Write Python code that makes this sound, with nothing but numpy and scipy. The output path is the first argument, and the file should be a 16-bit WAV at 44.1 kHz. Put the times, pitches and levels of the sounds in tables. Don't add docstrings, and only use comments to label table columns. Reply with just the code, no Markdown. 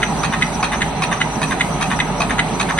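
import sys
import numpy as np
from scipy import signal
from scipy.fft import rfft, irfft, next_fast_len
from scipy.io import wavfile
from scipy.ndimage import uniform_filter1d, map_coordinates

SR = 44100
rng = np.random.default_rng(int(sys.argv[2]) if len(sys.argv) > 2 else 0)


def dump_mix(stems):
    frames = np.atleast_2d(stems).T
    limited = np.clip(frames, -1, 1)
    pcm = np.round(limited * 32767).astype(np.int16)
    wavfile.write(sys.argv[1], SR, pcm)


N = 123039


def amp(db):
    return 10 ** (np.asarray(db) / 20)


def unit(x):
    return x / np.sqrt(np.mean(x ** 2) + 1e-20)


def along(points, hz):
    f, v = np.transpose(points)
    return np.interp(np.log(hz + 1), np.log(f + 1), v)


def wobble(rate):
    knots = rng.standard_normal(int(N * rate / SR) + 4)
    return map_coordinates(knots, [np.arange(N) * rate / SR])


def filtered(x, response):
    m = next_fast_len(N + SR // 2)
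    spectrum = rfft(x, m) * response(np.fft.rfftfreq(m, 1 / SR))
    return irfft(spectrum, m)[..., :N]


def rush(gain, patchy_db):
    # frequency_hz, correlation (-1 to 1)
    likeness = [(60, 1), (270, 0.96), (520, 0.59), (1100, 0.94), (1600, 0.3), (3000, 0.026), (5400, 0.33),
                (6200, -0.97), (12000, -0.13)]
    z = signal.stft(rng.standard_normal((2, N)), nperseg=512)[2]
    field = rng.standard_normal(z.shape[1:])
    field = uniform_filter1d(uniform_filter1d(field, 4, 0), 10, 1)
    pair = signal.istft(z * amp(patchy_db * unit(field)), nperseg=512)[1][:, :N]

    def mid_side_gain(hz):
        angle = np.arccos(np.clip(along(likeness, hz), -1, 1)) / 2
        return gain(hz) * np.array([np.cos(angle), np.sin(angle)])

    mid, side = filtered(pair, mid_side_gain)
    return unit(np.array([mid + side, mid - side]))


def rustle():
    grains_per_s, centre_hz = 500, 2900
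    least_db, spread_db, clump_db = -38.5, 2.6, 3.5
    shortest_cycles, longest_cycles = 2, 10
    place, size, pitch, pan, life = rng.random((int(grains_per_s * N / SR), 5)).T
    t = np.arange(SR // 50) / SR
    hz = (centre_hz * 2 ** (1.6 * (pitch - .5)))[:, None]
    cycles = (shortest_cycles * (longest_cycles / shortest_cycles) ** life ** 2)[:, None]
    start = (place * N).astype(int)
    db = least_db - spread_db * np.log(1 - size) + clump_db * wobble(25)[start]
    grains = amp(db)[:, None] * np.sin(2 * np.pi * hz * t) * np.exp(-hz * t / cycles)
    at = (start[:, None] + np.arange(len(t))).ravel()
    ears = []
    for share in (pan, 1 - pan):
        panned = grains * np.sqrt(share)[:, None]
        ears.append(np.bincount(at, panned.ravel(), N)[:N])
    return np.array(ears)


def hiss():
    # frequency_hz, relative level_db per Hz
    spectrum = [(3500, -85), (4600, 2.5), (5500, -7.5), (6600, -4), (8000, 7), (8600, -5.5), (10500, -5.5),
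                (11700, 0), (12200, -13)]
    points = [(2500, -56)] + spectrum
    level = amp(-38 + 2.4 * wobble(12.6))
    return level * rush(lambda hz: amp(along(points, hz)), patchy_db=1.5)


def whistle():
    # time_s, level_db, pitch_hz
    course = [(0.0, -38, 6240), (0.061, -36, 5990), (0.45, -42.5, 5990), (0.59, -38.5, 6070),
              (0.888, -42, 5960), (1.33, -39, 5980), (1.5, -41, 6030), (1.9, -40.5, 6050),
              (2.22, -39.5, 5920), (2.32, -46, 6290), (2.52, -41, 5930), (2.79, -39.5, 6080)]
    noise_knots_per_s = 430
    s, db, pitch = np.transpose(course)
    t = np.arange(N) / SR
    phase = 2 * np.pi * np.cumsum(np.interp(t, s, pitch) + 70 * wobble(60)) / SR
    ears = []
    for ear in range(2):
        in_phase = wobble(noise_knots_per_s) * np.cos(phase)
        quadrature = wobble(noise_knots_per_s) * np.sin(phase)
        ears.append(in_phase + quadrature)
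    level = amp(np.interp(t, s, db) + 3.5 * wobble(45))
    return level * unit(np.array(ears))


def drone():
    # frequency_hz, relative level_db per Hz
    spectrum = [(25, -23), (45, -20.5), (70, -6), (85, -17), (115, -12), (160, -0.5), (230, -5),
                (300, -11.5), (450, -12), (540, -18.5), (620, -11), (850, -8), (1100, -15), (1500, -20),
                (2500, -22.5), (3400, -28), (4000, -27.5), (4600, -45)]
    points = spectrum + [(6000, -47.5)]
    level = amp(-21.5 + 0.11 * wobble(7.8))
    return level * rush(lambda hz: amp(along(points, hz)), patchy_db=1.5)


def gear_hums():
    # centre_hz, width_hz, level_db
    hums = [(157, 16, -32), (439, 30, -45), (577, 35, -39.5), (645.5, 16, -47), (757, 51, -35),
            (855.7, 36, -36.5), (961, 30, -36), (1262.5, 43, -38), (4140, 150, -45.5)]
    total = 0
    for centre, width, db in hums:
        level = amp(db + 1.3 * wobble(9))
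        total = total + level * rush(lambda hz: 1 / (1 + (2 * (hz - centre) / width) ** 2), patchy_db=1)
    return total


def steady_tones():
    # pitch_hz, level_db (rms), drift_hz, sway_db
    tones = [(49.8, -34.5, 0.58, -2), (110.8, -40.5, 3.4, -2), (271, -37.5, 4.08, 2.5)]
    t = np.arange(N) / SR
    total = 0
    for hz, db, drift_hz, sway_db in tones:
        level = amp(db + sway_db * wobble(6.23)) * np.sqrt(2)
        turns = hz * t + rng.random() + drift_hz * np.cumsum(wobble(30)) / SR
        total = total + level * np.sin(2 * np.pi * turns)
    return total


def hall(x):
    # frequency_hz, t60_s
    decay = [(800, 0.3), (2500, 0.23), (10000, 0.063)]
    hz, t, z = signal.stft(rng.standard_normal((2, SR // 3)), SR, nperseg=256)
    tail = signal.istft(z * amp(-60 * t / along(decay, hz)[:, None]), SR, nperseg=256)[1]
    tail = tail / np.linalg.norm(tail[0])
    late = np.pad(x, ((0, 0), (260, 0)))
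    return signal.fftconvolve(late, tail, axes=1)[:, :x.shape[1]]


def cam(blows, ring, first_s, bounces, rattle_db, rattle_t60_s, lead_s):
    swell_s = .0015
    scatter_s = .002
    clear_blur, rattle_blur = 0.79, 2.4
    rattle_apart, chatter_db, hall_db = 1.0, 4.5, -13.5
    size = SR // 2
    t = np.arange(SR // 5) / SR
    hz = np.fft.rfftfreq(size, 1 / SR)
    out = np.zeros((2, N + SR))

    def modes(blur):
        responses = []
        for k, (centre, width, _, _) in enumerate(ring):
            resonance = centre * centre - hz * hz + 1j * hz * width * blur
            responses.append((-1) ** k * 1j * hz * SR / (2 * np.pi) / resonance)
        return np.array(responses)

    def delay(seconds):
        return np.exp(-2j * np.pi * hz * seconds)

    swell = np.array([1 / (1 + 2j * np.pi * (hz - centre) * swell_s) for centre, *_ in ring])
    clear, blurred = modes(clear_blur) * swell, modes(rattle_blur)
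    ear_delay = delay(.001 - lead_s / 2 * np.array([[1], [-1]]))
    contacts = [(0, 0, 2), (first_s, 0, 3)]
    contacts += [(first_s + after, db, 3) for after, db in bounces]
    for s, db in blows:
        stroke = 0
        for at, level, column in contacts:
            envelope = amp(chatter_db * wobble(600)[:len(t)] - 60 * t / rattle_t60_s)
            envelope = envelope * (1 - np.exp(-t / (3 * swell_s)))
            near, *apart = rng.standard_normal((3, len(t))) * envelope
            burst = (near + rattle_apart * np.array(apart)) / np.linalg.norm(near)
            loose = rfft(amp(rattle_db) * burst, size)
            gains = amp([row[column] + rng.normal(0, 1.2) for row in ring])
            scattered = clear * delay(scatter_s * rng.random((len(ring), 1)))
            contact = gains @ scattered + loose * (gains @ blurred)
            stroke = stroke + amp(level) * contact * delay(at)
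        stroke = irfft(stroke * ear_delay, size)
        start = round((s - first_s - .0016) * SR)
        out[:, start:start + size] += amp(db) * (stroke + amp(hall_db) * hall(stroke))
    return out[:, :N]


def gripper():
    # start_s, level_db
    blows = [(0.244, -7), (0.6401, -6.5), (1.0332, -7), (1.4285, -7.5), (1.823, -7), (2.2154, -7.5),
             (2.6094, -6)]
    # mode_hz, width_hz (before blur), first_contact_db, blow_db
    ring = [(1127, 109, -3.5, -10.5), (1840, 120, -17.5, -8.5), (2260, 150, -11, -17),
            (2533, 55, -12, -8.5), (2920, 150, -28, -24.5), (3250, 53, -27.5, -19.5),
            (3830, 70, -18.5, -21), (3760, 70, -16, -18), (4286, 140, -22.5, -11.5), (4940, 1060, -3, -8.5),
            (6430, 340, -11, -10), (9300, 1230, -9, -8), (10250, 1300, -5, -25.5)]
    # after_blow_s, level_db
    bounces = [(.0035, -21), (.009, -39), (0.019, -40)]
    return cam(blows, ring, first_s=.0125, bounces=bounces, rattle_db=4, rattle_t60_s=.08, lead_s=4e-5)


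def tucker():
    # start_s, level_db
    blows = [(0.3344, -7), (0.73, -6.5), (1.1251, -6), (1.5189, -7.5), (1.9127, -6.5), (2.3055, -6.5),
             (2.6986, -6.5)]
    # mode_hz, width_hz (before blur), first_contact_db, blow_db
    ring = [(1097, 63, -15.5, -10.5), (1550, 93, -14, -9), (1676, 115, -14, -7), (1836, 102, -15, -7),
            (2037, 107, -12, -11.5), (2420, 90, -26, -15), (2580, 40, -30, -25), (2914, 95, -18.5, -21),
            (3630, 106, -19.5, -18.5), (6300, 320, -57, -16), (9160, 900, -17.5, -34.5)]
    # after_blow_s, level_db
    bounces = [(.0075, -6.5), (0.016, -17), (.023, -23)]
    return cam(blows, ring, first_s=.0115, bounces=bounces, rattle_db=5, rattle_t60_s=.09, lead_s=3e-5)


def knife():
    # start_s, level_db
    blows = [(0.0284, -3.5), (0.4214, -4), (0.817, -3), (1.2121, -2), (1.6072, -3), (1.9991, -3),
             (2.391, -1.5), (2.7854, -2)]
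    # mode_hz, width_hz (before blur), first_contact_db, blow_db
    ring = [(1400, 150, -14, -12), (1680, 90, -16, -13), (1900, 130, -17, -7), (2055, 120, -19, -3.5),
            (2533, 50, -22, -19), (2940, 130, -24, -13), (3480, 120, -24, -14), (3740, 160, -22, -12),
            (4100, 200, -26, -22), (6400, 360, -20, -20), (8700, 490, -25, -22)]
    # after_blow_s, level_db
    bounces = [(.0015, -5), (.0035, -5), (.009, -20)]
    return cam(blows, ring, first_s=.0098, bounces=bounces, rattle_db=2, rattle_t60_s=.05, lead_s=7e-5)


def scene():
    air = hiss() + whistle()
    drive = drone() + gear_hums() + steady_tones()
    clacks = gripper() + tucker() + knife()
    return rustle() + air + drive + clacks


def record(dry):
    # frequency_hz, left_minus_right_db
    balance = [(50, 0.8), (130, -3.5), (400, -2.5), (1200, 0), (2200, -0.5), (3500, -2.5), (6000, -3.5),
               (7000, 1)]
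    # frequency_hz, gain_db
    mid_gain = [(6400, -0.76), (6900, -9.5), (7300, -59), (7600, -7), (7900, 1), (8600, 9), (10200, 8),
                (10600, 1), (11100, -20.5), (12200, -75)]
    # frequency_hz, gain_db
    side_gain = [(6400, -0.6), (6900, 6), (7600, -15), (8100, 3), (8400, -30), (9200, -23), (10000, -33),
                 (10500, 4), (11100, 1.5)]
    top_hz = 12225
    halves = np.array([[.5], [-.5]])
    left, right = filtered(dry, lambda hz: amp(along(balance, hz) * halves))
    mid_side = np.array([left + right, left - right]) / 2
    mid, side = filtered(mid_side, lambda hz: amp([along(mid_gain, hz), along(side_gain, hz)]))
    return filtered(np.array([mid + side, mid - side]), lambda hz: hz < top_hz)


dry = scene()
out = record(dry)
dump_mix(out)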